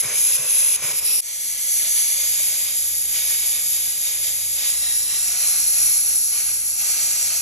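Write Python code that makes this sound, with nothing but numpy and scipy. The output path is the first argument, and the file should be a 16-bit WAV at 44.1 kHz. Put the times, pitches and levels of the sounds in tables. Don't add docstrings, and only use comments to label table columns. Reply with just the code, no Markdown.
import sys
import numpy as np
from scipy import signal
from scipy.fft import rfft, irfft
from scipy.io import wavfile
from scipy.ndimage import uniform_filter1d, map_coordinates

SR = 44100
rng = np.random.default_rng(int(sys.argv[2]) if len(sys.argv) > 2 else 0)


def output_pcm(signal):
    pcm = np.clip(np.atleast_2d(signal).T, -1, 1) * 32767
    wavfile.write(sys.argv[1], SR, np.round(pcm).astype(np.int16))


N = 326781
T = np.arange(N) / SR
HZ = np.maximum(np.arange(N // 2 + 1) * SR / N, 1)

# t/s, jet level/dB, whistle re jet/dB before trim
FLOW = [(0, -22, 2.5), (.25, -18.5, -1), (.65, -20, 1), (1.2, -20.5, 1), (1.23, -20.5, -8),
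        (1.33, -20.5, -5), (1.57, -21, -4.5), (1.72, -20, -3), (1.95, -20, -3), (2.95, -23, 0.5),
        (3.5, -22.5, -0.5), (4.47, -23, -2), (4.95, -22, -1.5), (5.2, -22, -6.5), (5.33, -20, -5.5),
        (5.55, -19, -3), (5.9, -18.5, -1.5), (6.2, -21, -3), (6.7, -22, -3), (7.2, -18.5, -27),
        (7.4, -18, -20)]
# start/s, length/s, nominal hiss loss/dB, gust/dB
BLOCKS = [(.015, 0.1, 5, 5.5), (.367, 0.078, 5.5, 3), (.763, 0.042, 9, 1), (.81, 0.1, 4.5, 5),
          (.922, 0.0086, 8, 3), (.997, 0.013, 6.5, 3.5)]
BLOCK_ATTACK_S, BLOCK_RELEASE_S = .003, .058
GUST_ATTACK_S, GUST_RELEASE_S = .02, .079
BLOCK_RUSH_SHARE, BLOCK_WHISTLE_SHARE = .79, .51
# start/s, length/s, nominal rush rise/dB
BRUSHES = [(.02, 0.017, 5.5), (.8, 0.019, 4.5), (1.2, 0.084, 1.5), (1.95, 0.28, 3), (2.24, 0.45, 3.5),
           (3.13, 0.21, 6), (3.38, 0.11, 4.5), (3.71, 0.053, 4), (4.0, 0.069, 4.5), (4.21, 0.077, 5.5),
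           (4.55, 0.17, 6), (4.8, 0.038, 6.5), (5.07, 0.27, 4.5), (5.37, 0.28, 5), (5.74, 0.089, 6),
           (6.3, 0.1, 7), (6.775, 0.27, 6.5), (7.12, 0.21, 4)]
BRUSH_ATTACK_S, BRUSH_RELEASE_S = .031, .19
BRUSH_HISS_SHARE, BRUSH_BUFFET_SHARE = .26, .75

# f/Hz, relative density/dB
HISS_SPECTRUM = [(2200, -42), (3500, -14.8), (5000, -7.5), (5800, -4.4), (7300, -1.2), (7900, -1.2),
                 (9200, .6), (10500, -.7), (11900, -3.4), (12500, -10.1), (13200, -14.5), (14200, -20),
                 (15500, -20)]
WHISTLE_HZ, WHISTLE_WIDTH_HZ = 10670, 1300

# f/Hz, relative density/dB
RUSH_SPECTRUM = [(800, -30), (1200, -57), (1750, -8.5), (2300, 0.05), (3000, 1), (4000, 3.5), (4900, 2),
                 (6500, 4), (11000, -42)]
# f/Hz, relative density/dB
BUFFET_SPECTRUM = [(60, -35), (100, -0.5), (140, -3), (260, -12.5), (340, -10), (520, 0.5), (630, 2.5),
                   (830, -3), (1050, 0.5), (1300, 2.5), (1550, 3.5), (2400, 0.5), (4000, -36)]
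# rush level/dB, buffeting level/dB, re jet before trim
PLUME_LEVELS = [(-13, -23), (-13.5, -23.5), (-15.5, -27.5), (-17.5, -26), (-20.5, -28)]

# f/Hz, width/Hz, relative level/dB
THUMP_BANDS = [(145, 83, -3), (440, 160, -9)]
THUMP_DB = -30

# t/s, aim 0-4, echo 1/ms, echo 2/ms
AIM = [(0, 0, .44, .68), (.7, 0, .46, .71), (.88, 0, .43, .67), (1.08, 1, .4, .63), (1.205, 1, .385, .61),
       (1.22, 2, .495, .765), (1.8, 2, .49, .755), (2.3, 2, .43, .73), (4.62, 2, .43, .73),
       (4.83, 3, .405, .66), (5.1, 3, .387, .605), (5.32, 4, .386, .604), (7.4, 4, .373, .588)]
ECHO_GAINS = [.15, -.15]
# f/Hz, width/Hz, level/dB
FIRST_AIM_RIDGES = [(500, 150, 4.8), (760, 150, -3.3), (1020, 150, 3.6), (1340, 150, -2.0),
                    (1760, 150, -3.5), (2200, 600, -3), (3040, 450, 2.1), (3760, 220, -2.2),
                    (4400, 700, -4.6), (5320, 220, 2.5), (5780, 320, -5), (6200, 300, 3.5), (6650, 220, -1),
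                    (7300, 700, 3), (8080, 220, 2.4), (10000, 1100, 4.0), (11960, 1100, -2.5)]
# f/Hz, width/Hz, level/dB
SECOND_AIM_RIDGES = [(380, 220, 6.1), (680, 100, -4), (1240, 150, -2.8), (1700, 320, -5.8),
                     (2300, 400, -3.5), (4320, 320, -5), (4750, 300, 4.5), (5450, 450, 4.5),
                     (6550, 600, -4.5), (7400, 700, -2), (9500, 1300, 6.5), (10240, 220, -6.0),
                     (10760, 220, -3.6), (13360, 1700, 3.6)]
# f/Hz, width/Hz, level/dB
THIRD_AIM_RIDGES = [(650, 200, 3), (1060, 120, 2), (1380, 400, -1.0), (1720, 100, -3.2), (2080, 100, -2.6),
                    (2740, 220, -2.2), (3100, 150, 1.6), (3680, 240, 3.3), (4150, 320, -2.8),
                    (4450, 300, -1.5), (4780, 150, 1.5), (5160, 200, 2.2), (5450, 300, -2.5),
                    (6100, 320, -2.8), (6550, 400, 2.2), (7300, 900, 2.4), (7780, 260, -3.2),
                    (8500, 600, 2), (9300, 600, 3.8), (10920, 450, -1.7), (12100, 700, 1.6),
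                    (13360, 320, 2.1)]
# f/Hz, width/Hz, level/dB
FOURTH_AIM_RIDGES = [(1320, 100, -3.3), (1900, 200, 7.0), (2320, 100, 5.0), (2400, 700, -4.5),
                     (2720, 150, 4.2), (3280, 150, 3), (3900, 300, 6.5), (5000, 220, 3.5), (5550, 300, 4),
                     (6150, 350, -2.5), (6650, 300, 4), (7400, 700, 1.5), (8160, 220, 2.3),
                     (9560, 1100, 6.3), (11400, 600, -3), (13600, 1700, 3)]
# f/Hz, width/Hz, level/dB
FIFTH_AIM_RIDGES = [(480, 220, -2.0), (780, 120, 3.7), (1000, 150, -3.8), (1200, 100, 2.6), (1460, 220, 3),
                    (2250, 320, 1), (2880, 220, -4), (3550, 700, -3.2), (4340, 260, 4.2), (4980, 320, -3.8),
                    (5620, 450, 1.5), (6680, 700, 3.0), (7760, 320, -1.9), (10000, 700, 3.2),
                    (11480, 700, 1.3), (13360, 1700, -2.5)]
# t/s, frequency factor
GLIDE = [(0, 1), (.7, 1), (.85, .98), (1, .98), (1.205, 1.01), (1.22, .91), (1.7, .91), (2.1, .925),
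         (2.4, 1), (5.15, 1), (5.3, .98), (6, 1), (7.1, 1.03), (7.4, 1.01)]
HAND_SWAY = .003
# t/s, f/Hz, level/dB
GAP = [(0, 2270, 6), (.12, 2280, 6), (.35, 2580, 6), (.7, 2580, 6.5), (.84, 2330, 6.5), (1, 2330, 6),
       (1.15, 2560, 4), (1.22, 2170, 4), (2.1, 2170, 3), (2.5, 2380, 1.2), (2.9, 2380, -.5),
       (3.3, 2380, 1.2), (4, 2400, 0), (5.3, 2350, -1)]
GAP_WIDTH_HZ = 350
RIPPLE_DB, RIPPLE_FROM_HZ = 2.1, 250
RIPPLE_DRIFT, RIPPLE_RATE_HZ = 1.3, 4

# start/s, envelope peak/dB
PUFFS = [(.046, -36), (.388, -45), (.838, -40), (.885, -46)]
PUFF_HZ, PUFF_SAG_HZ_PER_S, PUFF_RISE_S = 140, 500, .0096

# f/Hz, relative density/dB
ROOM_SPECTRUM = [(20, -14), (38, -16), (55, 6), (80, 1.5), (100, -4.5), (150, -1.5), (220, -1), (330, -5.5),
                 (1000, -13), (4000, -20), (15000, -40)]
ROOM_DB = -57.5
# f/Hz, level before swell/dB rms, waver/dB rms
HUM_LINES = [(59.3, -56, .5), (118.6, -63, 1), (120.03, -65.5, 1)]
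HUM_CREST_S = .2
# t/s, level/dB
HUM_SWELL = [(0, -6.5), (2.6, -1.5), (5.5, 0.5), (7.4, -2)]

# f/Hz, right lag/ms, left-right likeness 0-1, left minus right/dB
STEREO = [(100, 0, .99, 0), (450, 0, .75, -.7), (1000, 0, .8, 0), (1500, 0, .98, 0), (1950, 0, .998, 0),
          (2200, 0, .985, 0), (3000, .03, .5, -1), (3800, .03, .6, -1.5), (4600, .09, .45, -4),
          (5550, .168, .87, 0), (5900, .168, .98, 0), (6400, .17, .86, -.4), (7500, .172, .8, -1),
          (8100, .17, .88, -.4), (8500, .173, .99, 0), (9000, .167, .9995, 0), (9550, .159, .999, 0),
          (10000, .16, .93, 0), (11700, .16, .89, 0), (12350, .161, .995, 0), (13000, .156, .99, 0),
          (15500, .11, .8, 0)]
DIP_S, DIP_DB, DIP_FALL_S, DIP_RETURN_S = 1.205, -16, .005, .014
RECOVER_DB, RECOVER_S = -6.5, .62
TOP_HZ = 15500


def jet():
    flow_db, whistle_db = over_time(FLOW)
    blocked_db, _ = events_db(BLOCKS, BLOCK_ATTACK_S, BLOCK_RELEASE_S)
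    _, gust_db = events_db(BLOCKS, GUST_ATTACK_S, GUST_RELEASE_S)
    brushed_db, = events_db(BRUSHES, BRUSH_ATTACK_S, BRUSH_RELEASE_S)
    aim = over_time(AIM)[0]
    rush_db, buffet_db = (np.interp(aim, np.arange(len(PLUME_LEVELS)), db)
                          for db in np.transpose(PLUME_LEVELS))
    lift_db = BRUSH_HISS_SHARE * brushed_db
    near = nozzle(whistle_db - lift_db - BLOCK_WHISTLE_SHARE * blocked_db)
    near = near * undb(lift_db - blocked_db)
    rush_db = rush_db + brushed_db - BLOCK_RUSH_SHARE * blocked_db
    buffet_db = buffet_db + BRUSH_BUFFET_SHARE * brushed_db + gust_db
    return undb(flow_db) * (near + plume(rush_db, buffet_db) + thump(gust_db))


def nozzle(whistle_db):
    wet_steam = noise() + undb(-11.5) * droplets(rate_hz=1200, spread_db=5.0)
    hiss = colour(wet_steam, undb(over_hz(HISS_SPECTRUM)[0])) * undb(.5 * walk(45))
    resonance = 1 / (1 + (2 * (HZ - WHISTLE_HZ) / WHISTLE_WIDTH_HZ) ** 2)
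    whistle = colour(noise(), resonance) * undb(whistle_db + .48 * walk(28))
    flutter = undb(.83 * walk(21.39))
    return (undb(-3.0) * hiss + undb(-.5) * whistle) * flutter


def droplets(rate_hz, spread_db):
    hit = rng.random(N) < rate_hz / SR
    size = undb(spread_db * np.minimum(rng.exponential(size=N), 3.3))
    return unit(noise() * hit * size)


def plume(rush_db, buffet_db):
    eddies = walk(19)
    rush = colour(noise(), undb(over_hz(RUSH_SPECTRUM)[0])) * undb(rush_db + 1.13 * eddies)
    buffet = colour(noise(), undb(over_hz(BUFFET_SPECTRUM)[0])) * undb(buffet_db + .87 * eddies)
    return undb(2.0) * rush + undb(-1.3) * buffet


def thump(gust_db):
    band = sum(undb(db) / (1 + (2 * (HZ - hz) / width_hz) ** 2) for hz, width_hz, db in THUMP_BANDS)
    highpass = HZ / (HZ + THUMP_BANDS[0][0])
    return colour(noise(), band * highpass) * undb(THUMP_DB) * (undb(gust_db) - 1)


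def aimed(x, size=1024):
    overlap = size - size // 4
    _, s, frames = signal.stft(x, SR, nperseg=size, noverlap=overlap)
    hz = np.arange(size // 2 + 1)[:, None] * SR / size
    aim = np.interp(s, T, over_time(AIM)[0])
    stretch = np.interp(s, T, over_time(GLIDE)[0] * (1 + HAND_SWAY * walk(3.0)))
    aims = [FIRST_AIM_RIDGES, SECOND_AIM_RIDGES, THIRD_AIM_RIDGES, FOURTH_AIM_RIDGES, FIFTH_AIM_RIDGES]
    db = 0
    for k, ridges in enumerate(aims):
        share = np.maximum(1 - np.abs(aim - k), 0)
        db = db + share * tint(ridges, hz / stretch)
    gap_hz, gap_db = (np.interp(s, T, column) for column in over_time(GAP))
    db = db + gap_db * bell(hz, gap_hz, GAP_WIDTH_HZ) + ripple(hz / stretch, s)
    return signal.istft(frames * undb(db), SR, nperseg=size, noverlap=overlap)[1][:, :N]


def tint(ridges, hz):
    grid_hz = HZ[::20]
    grid_db = sum(db * bell(grid_hz, centre_hz, width_hz) for centre_hz, width_hz, db in ridges)
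    return np.interp(hz, grid_hz, grid_db)


def bell(hz, centre_hz, width_hz):
    return .5 ** ((2 * (hz - centre_hz) / width_hz) ** 2)


def ripple(hz, s, count=14):
    periods_per_hz = rng.uniform(.0015, .008, count)
    total = 0
    for rate in periods_per_hz:
        strength = rng.choice([-1, 1]) + RIPPLE_DRIFT * np.interp(s, T, walk(RIPPLE_RATE_HZ))
        total = total + strength * np.cos(2 * np.pi * hz * rate)
    return RIPPLE_DB * unit(total) * hz / (hz + RIPPLE_FROM_HZ)


def surfaces(x):
    out = x
    for gain, delay_ms in zip(ECHO_GAINS, over_time(AIM)[1:]):
        place = (T - delay_ms / 1000) * SR
        out = out + gain * np.array([map_coordinates(row, [place], order=3) for row in x])
    return out


def puffs():
    out = np.zeros(N)
    for start_s, db in PUFFS:
        age_s = np.maximum(T - start_s, 0)
        rise = age_s / PUFF_RISE_S
        envelope = (rise * np.exp(1 - rise)) ** 2
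        cycles = age_s * (PUFF_HZ - PUFF_SAG_HZ_PER_S * age_s / 2)
        out += undb(db) * envelope * np.sin(2 * np.pi * cycles)
    return out


def room():
    lines = 0
    for hz, db, waver_db in HUM_LINES:
        phase = 2 * np.pi * hz * (T - HUM_CREST_S) + .098 * walk(2.66)
        lines = lines + np.sin(phase) * undb(db + waver_db * walk(2.97))
    hum = np.sqrt(2) * lines * undb(over_time(HUM_SWELL)[0])
    air = undb(ROOM_DB) * colour(noise(), undb(over_hz(ROOM_SPECTRUM)[0]))
    return air + hum * np.array([[1], [0]])


def stereo(x):
    lag_ms, likeness, balance_db = over_hz(STEREO)
    likeness = np.clip(likeness, 0, 1)
    middle, side = rfft(x)
    sign = np.array([[1], [-1]])
    both = middle * np.sqrt((1 + likeness) / 2) + sign * side * np.sqrt((1 - likeness) / 2)
    turn = np.exp(1j * np.pi * sign * HZ * lag_ms / 1000)
    return irfft(both * turn * undb(sign * balance_db / 2), N)


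def dip():
    fall = np.interp(T, [DIP_S, DIP_S + DIP_FALL_S], [0, 1])
    back = np.exp(-np.maximum(T - DIP_S - DIP_FALL_S, 0) / DIP_RETURN_S)
    low_db = RECOVER_DB * held(DIP_S, DIP_FALL_S, DIP_FALL_S, RECOVER_S)
    return undb(DIP_DB * fall * back + low_db)


def held(start_s, length_s, attack_s, release_s):
    rise = (T - start_s) / attack_s
    fall = 1 - (T - start_s - length_s) / release_s
    return np.clip(np.minimum(rise, fall), 0, 1)


def events_db(table, attack_s, release_s):
    return np.max([np.outer(depths_db, held(start_s, length_s, attack_s, release_s))
                   for start_s, length_s, *depths_db in table], axis=0)


def noise():
    return rng.standard_normal((2, N))


def walk(rate_hz):
    k = max(int(SR / rate_hz), 1)
    steps = np.repeat(rng.standard_normal(N // k + 1), k)
    return unit(uniform_filter1d(uniform_filter1d(steps, k), k)[:N])


def colour(x, gain):
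    return unit(irfft(rfft(x) * gain, N))


def unit(x):
    return x / np.sqrt(np.mean(x ** 2))


def undb(db):
    return 10 ** (np.asarray(db) / 20)


def over_time(table):
    s, *columns = np.transpose(table)
    return [np.interp(T, s, c) for c in columns]


def over_hz(table):
    hz, *columns = np.transpose(table)
    return [np.interp(np.log(HZ), np.log(hz), c) for c in columns]


def scene():
    steam = surfaces(aimed(jet()))
    return (stereo(steam + room()) + puffs()) * dip()


def record(dry):
    return signal.sosfilt(signal.ellip(10, .1, 80, TOP_HZ, fs=SR, output="sos"), dry)


dry = scene()
out = record(dry)
output_pcm(out)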